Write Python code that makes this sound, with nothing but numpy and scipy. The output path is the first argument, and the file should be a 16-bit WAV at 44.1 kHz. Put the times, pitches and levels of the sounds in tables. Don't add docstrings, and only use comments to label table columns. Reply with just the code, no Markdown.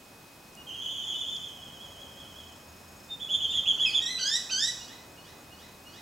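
import sys
import numpy as np
from scipy import signal
from scipy.fft import rfft, irfft, next_fast_len
from scipy.io import wavfile
from scipy.ndimage import uniform_filter1d, map_coordinates

SR = 44100
rng = np.random.default_rng(int(sys.argv[2]) if len(sys.argv) > 2 else 0)


def generate_wav(signal):
    frames = np.transpose(np.atleast_2d(signal))
    scaled = np.clip(frames, -1, 1) * 32767
    pcm = np.round(scaled).astype(np.int16)
    wavfile.write(sys.argv[1], SR, pcm)


N = 265349


def amp(db):
    return 10 ** (np.asarray(db) / 20)


def unit(x):
    return x / np.sqrt(np.mean(x ** 2) + 1e-20)


def along(points, hz):
    f, value = np.transpose(points)
    return np.interp(np.log(hz + 1), np.log(f + 1), value)


def curve(rows):
    return np.interp(np.arange(N) / SR, *np.transpose(rows))


def wobble(per_s):
    return map_coordinates(rng.standard_normal(4096), [np.arange(N) * per_s / SR], mode="wrap")


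def filtered(x, response):
    size = next_fast_len(N + SR // 2)
    return irfft(rfft(x, size) * response(np.fft.rfftfreq(size, 1 / SR)), size)[..., :N]


def noise_band(hz, width_hz):
    return unit(filtered(rng.standard_normal(N), lambda f: np.exp(-((f - hz) / width_hz) ** 2)))


def add(track, s, sound):
    part = track[max(round(s * SR), 0):][:len(sound)]
    part += sound[:len(part)]


def air():
    # f/Hz, relative level/dB
    colour = [(22, -24), (32, -11), (46, -8.5), (80, -5), (150, -2.5), (250, -3.5), (420, -7), (900, -7.5),
              (1400, -11.5), (2100, -15), (4000, -15.5), (6000, -17), (9000, -20.5), (15700, -21.5)]
    # t/s, level/dB
    swell = [(0, -55), (1, -51.5), (3.3, -52.5), (3.8, -48.5), (4.3, -51), (6, -53)]
    # f/Hz, likeness (1 = the same)
    likeness = [(60, .99), (125, 0.99), (250, 0.94), (500, 0.73), (1500, 0.55), (4000, 0.53), (8000, 0.9),
                (12000, 1)]

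    def colour_and_width(hz):
        angle = np.arccos(np.clip(along(likeness, hz), -1, 1)) / 2
        return amp(along(colour, hz)) * [np.cos(angle), np.sin(angle)]

    mid, side = filtered(rng.standard_normal((2, N)), colour_and_width)
    noise = unit(np.array([mid + side, mid - side]))
    rush = filtered(noise, lambda hz: 1 / (1 + (hz / 2200) ** 4))
    hiss = noise - rush
    return rush * amp(curve(swell) + 2.5 + 0.39 * wobble(6.5)) + hiss * amp(-53)


def rumble():
    # t/s, level/dB
    swell = [(0, -81), (1.2, -67), (2.3, -63), (2.7, -58.5), (3.2, -64), (3.6, -55.5), (4.1, -72.5),
             (6, -64.5)]
    return amp(curve(swell)) * noise_band(hz=82, width_hz=9)


def camera():
    # f/Hz, level/dB
    whine = [(2520, -64), (14998, -84)]
    # f/Hz, width/Hz, relative level/dB, share that pulses (0-1)
    rings = [(5260, 120, 1.5, 0.4), (6670, 20, -2, 0.8), (7580, 370, -3, 0.9)]
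    # t/s, level/dB
    motor_level = [(0, -74), (1, -70.5), (1.3, -65.5), (3.1, -66.5), (6, -71)]
    t = np.arange(N) / SR
    out = sum(np.sqrt(2) * amp(db) * np.sin(2 * np.pi * hz * t + .15 * wobble(20)) for hz, db in whine)
    pulses = np.exp(-(t * 25 % 1) / 0.35)
    for hz, width, db, pulsed in rings:
        drive = rng.standard_normal(N) * (1 + pulsed * (pulses - 1))
        ring = filtered(drive, lambda f: 1j * f * width / (hz * hz - f * f + 1j * f * width))
        out += amp(curve(motor_level) + db) * unit(ring)
    return out


def ticks():
    # t/s, f/Hz, width/Hz, level/dB
    bursts = [(.553, 7250, 3800, -50), (1.366, 5300, 970, -42)]
    out, t = np.zeros(N), np.arange(N) / SR
    for s, hz, width_hz, db in bursts:
        out += amp(db) * noise_band(hz, width_hz) * np.exp(-((t - s) / 0.0021) ** 2)
    return out


def voice_box(hz, gains, jitter, rasp, fade_s):
    t = np.arange(len(hz)) / SR
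    slow_shake = map_coordinates(rng.standard_normal(256), [t * 260], mode="wrap")
    fast_shake = map_coordinates(rng.standard_normal(1024), [t * 1500], mode="wrap")
    phase = 2 * np.pi * np.cumsum(hz * (1 + jitter * slow_shake + rasp * fast_shake)) / SR
    harmonic = np.arange(len(gains))[:, None] + 1
    fade = np.clip(np.minimum(t, t[-1] - t) / fade_s, 0, 1)
    return np.sqrt(2) * fade * np.sum(gains * np.sin(harmonic * phase), axis=0)


def whistles(notes, turn, swell_db, jitter, overtone_db):
    # f/Hz, gain/dB
    throat = [(3700, -0.5), (5200, -31), (6800, -19.5), (7500, -21.5), (9200, -39.5), (10600, -31.5),
              (11600, -45)]
    out = np.zeros(N)
    harmonic = np.arange(1, 5)[:, None]
    for s, length, start_hz, turn_hz, end_hz, db in notes:
        progress = np.linspace(0, 1, round(length * SR))
        opening = start_hz + (turn_hz - start_hz) * np.sin(np.pi / 2 * progress / turn)
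        fall = end_hz + (turn_hz - end_hz) * np.cos(np.pi / 2 * (progress - turn) / (1 - turn)) ** 2
        hz = np.where(progress < turn, opening, fall)
        colour_db = along(throat, harmonic * hz) + overtone_db * (harmonic > 1)
        effort_db = db - swell_db * np.clip(1 - progress / turn, 0, 1)
        tremble = jitter * np.tanh(np.ptp(hz) / 250)
        add(out, s, voice_box(hz, amp(effort_db + colour_db), tremble, rasp=0.0057, fade_s=0.0047))
    return out


def slides():
    # t/s, length/s, starting f/Hz, fall/Hz, level/dB
    falling = [(0.569, .056, 2886, 11, -45), (0.666, 0.048, 3214, 370, -38.5),
               (0.734, 0.12, 3266, 245, -39.5), (0.81, 0.079, 3429, 480, -34.5),
               (.889, .13, 3497, 510, -36.5), (1.019, .143, 3517, 540, -35.5),
               (1.148, 0.09, 3563, 290, -34), (1.281, 0.09, 3550, 230, -35)]
    notes = [(s, length, hz, hz - 0.22 * fall, hz - fall, db) for s, length, hz, fall, db in falling]
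    return whistles(notes, turn=.55, swell_db=4, jitter=0.009, overtone_db=3.5)


def trill(start_s=.688, period_s=.0922, note_s=.079, arch_hz=293):
    # t/s, level/dB
    effort = [(.69, -43), (1, -36), (1.3, -38.5), (1.6, -46), (2.45, -48.5)]
    beat = np.arange(20)
    times = start_s + period_s * beat
    offbeat = beat % 2
    flat_hz = 198 * np.exp(-(times - start_s) / 0.305)
    tops = 3352 - 48.5 * offbeat - flat_hz
    levels = np.interp(times, *np.transpose(effort)) - 5.5 * offbeat
    notes = [(s, note_s, hz - arch_hz, hz, hz - arch_hz, db) for s, hz, db in zip(times, tops, levels)]
    return whistles(notes, turn=0.438, swell_db=0.5, jitter=0.012, overtone_db=3)


def hoots():
    # middle t/s, half length/s, f/Hz, level/dB
    tones = [(2.05, 0.27, 560, -63), (3.384, 0.15, 603, -64)]
    out, t = np.zeros(N), np.arange(N) / SR
    for s, half_length, hz, db in tones:
        out += amp(db) * noise_band(hz, width_hz=14) * np.exp(-((t - s) / half_length) ** 4)
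    return out


def chirp_run():
    # t/s, length/s, top f/Hz, rise to the top/Hz, level/dB
    chirps = [(3.192, 0.064, 3474, 483, -35), (3.285, 0.064, 3414, 670, -26.5),
              (3.397, 0.061, 3364, 586, -26), (3.522, 0.072, 3404, 692, -26),
              (3.655, .057, 3412, 1002, -21.5), (3.782, .073, 3404, 599, -23.5),
              (3.926, 0.06, 3475, 660, -22)]
    # t/s, length/s, top f/Hz, level/dB
    pips = [(3.085, 0.062, 3656, -42.5), (3.324, 0.041, 3525, -26), (3.482, 0.058, 3561, -27.5)]
    notes = [(s, length, hz - 109.5, hz, hz - 39.5, db) for s, length, hz, db in pips]
    loudest_db = max(row[-1] for row in chirps)
    for s, length, hz, rise_hz, db in chirps:
        fall_hz = 293 * amp(0.47 * (db - loudest_db))
        notes.append((s, length, hz - rise_hz, hz, hz - fall_hz, db))
    return whistles(notes, turn=0.436, swell_db=14.5, jitter=0.01, overtone_db=0)


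def squeal(hz, db, bright_db, jitter):
    reed = [-1, 1.5, -2, -0.5, -7.5, -14.5, -20, -22]
    # f/Hz, gain/dB
    throat = [(1200, -11), (1900, -10), (2600, -3), (3300, -2), (5200, -0.5), (6500, -7.5), (7600, -9.5),
              (8400, -19), (10300, -13), (12000, -16), (15000, -27)]
    harmonic = np.arange(len(reed))[:, None] + 1
    upper = np.clip((harmonic * hz - 4000) / 700, 0, 1)
    bill_db = upper * (bright_db + 0.45 * (harmonic % 2 - .5) * np.minimum(bright_db, 0))
    gains = amp(db + np.array(reed)[:, None] + along(throat, harmonic * hz) + bill_db)
    return voice_box(hz, gains, jitter, rasp=0.61 * jitter, fade_s=0.0016)


def glide(rows):
    times, *columns = np.transpose(rows)
    t = np.arange(times[0], times[-1], 1 / SR)
    return [uniform_filter1d(np.interp(t, times, column), size=300) for column in columns]


def far_squeals():
    # t/s, level/dB
    calls = [(3.43, -57), (3.71, -54.5), (4.794, -53.5), (5.166, -58.5), (5.505, -58), (5.85, -55.5)]
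    # t/s from the start, f/Hz, relative level/dB, brightness/dB
    shape = [(0, 1398, -8.5, -14), (.02, 1444, -2, -9), (.07, 1480, -10, 3.5), (.1, 1727, -4.5, 0),
             (.135, 2040, -5, 0), (.165, 2000, -19, -12)]
    # f/Hz, gain/dB
    colour = [(1500, 2.5), (2000, 15), (2800, 4.5), (4000, 5.5), (7000, 2.5)]
    out = np.zeros(N)
    for s, db in calls:
        add(out, s, amp(db) * squeal(*glide(shape), jitter=0.0032))
    return filtered(out, lambda hz: amp(along(colour, hz)))


def squawk():
    # t/s, f/Hz, level/dB, brightness/dB
    shape = [(3.848, 2930, -48, -21), (3.859, 2590, -23.5, -17), (3.88, 2543, -25.5, -11.5),
             (3.895, 2384, -31, -7), (3.914, 2110, -46, 5)]
    out = np.zeros(N)
    add(out, shape[0][0], squeal(*glide(shape), jitter=0.0048))
    return out


def rising_squeals(climb_start_s=.045, attack_s=.018, release_s=.013, sag_hz_per_s=860):
    # t/s, length/s, low f/Hz, top f/Hz, time to top/s, level/dB, first and last brightness/dB
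    calls = [(4.005, 0.17, 1859, 2030, .098, -34.5, 2, -6), (4.177, 0.2, 1466, 1942, .19, -33, 4, 3.5),
             (4.494, .203, 1465, 1980, .185, -32.5, 5.5, 4)]
    # t/s from the start, share of the climb
    flick = [(0, -.6), (.016, .2), (.026, .22), (.043, -.03), (.055, 0)]
    out = np.zeros(N)
    for s, length, low_hz, top_hz, top_s, db, first_db, last_db in calls:
        t = np.arange(round(length * SR)) / SR
        climb = np.clip((t - climb_start_s) / (top_s - climb_start_s), 0, 1)
        bend = uniform_filter1d(climb + np.interp(t, *np.transpose(flick)), size=300)
        hz = low_hz + (top_hz - low_hz) * bend + 14.4 * wobble(60)[:len(t)]
        hz -= sag_hz_per_s * np.maximum(t - top_s, 0)
        edge = 1 - np.clip(np.minimum(t / attack_s, (length - t) / release_s), 0, 1)
        level_db = db + 4 * climb - 12 * edge + 2 * wobble(60)[:len(t)]
        bright_db = first_db + (last_db - first_db) * climb - 26 * edge
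        add(out, s, squeal(hz, level_db, bright_db, jitter=0.0044))
    return out


def woodland(call, direct_db, leaves_db, trunks_db, side_db):
    # f/Hz, time to fade by 60 dB/s
    fade_times = [(1500, 0.67), (3300, 0.56), (6000, 0.68), (12000, 0.62)]
    hz, slice_s, spectrum = signal.stft(rng.standard_normal((2, SR)), SR, nperseg=256)
    decay = amp(-60 * slice_s / along(fade_times, hz)[:, None])
    trunks = signal.istft(spectrum * decay, SR, nperseg=256)[1][:, :SR]
    t = np.arange(SR) / SR
    trunks *= 1 - np.exp(-t / 0.018)
    leaves = rng.standard_normal((2, SR)) * amp(-60 * t / 0.12) * (1 - np.exp(-t / 0.002))
    echo = (amp(trunks_db) * unit(trunks) + amp(leaves_db) * unit(leaves)) / np.sqrt(SR)
    mid, side = signal.fftconvolve(call[None], echo, axes=1)[:, :N]
    direct = filtered(call, lambda f: 1 / (1 + (f / 8500) ** 4))
    return amp(direct_db) * direct + mid + amp(side_db) * np.array([side, -side])


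def scene():
    near = squawk() + rising_squeals()
    far = far_squeals()
    long_whistle = trill() + slides()
    run = chirp_run()
    calls = woodland(long_whistle, direct_db=-4, leaves_db=-3.5, trunks_db=-4.5, side_db=-8.5)
    calls += woodland(run, direct_db=-2.5, leaves_db=-2.5, trunks_db=-6, side_db=-10)
    calls += woodland(near, direct_db=-4.5, leaves_db=-4.5, trunks_db=-8.5, side_db=-12)
    calls += woodland(far, direct_db=-5.5, leaves_db=-4, trunks_db=-1.2, side_db=-9.5)
    return calls * amp([[-1.2], [1.2]]) + air() + rumble() + camera() + ticks() + hoots()


def record(dry):
    return filtered(dry, lambda hz: hz < 15900)


dry = scene()
out = record(dry)
generate_wav(out)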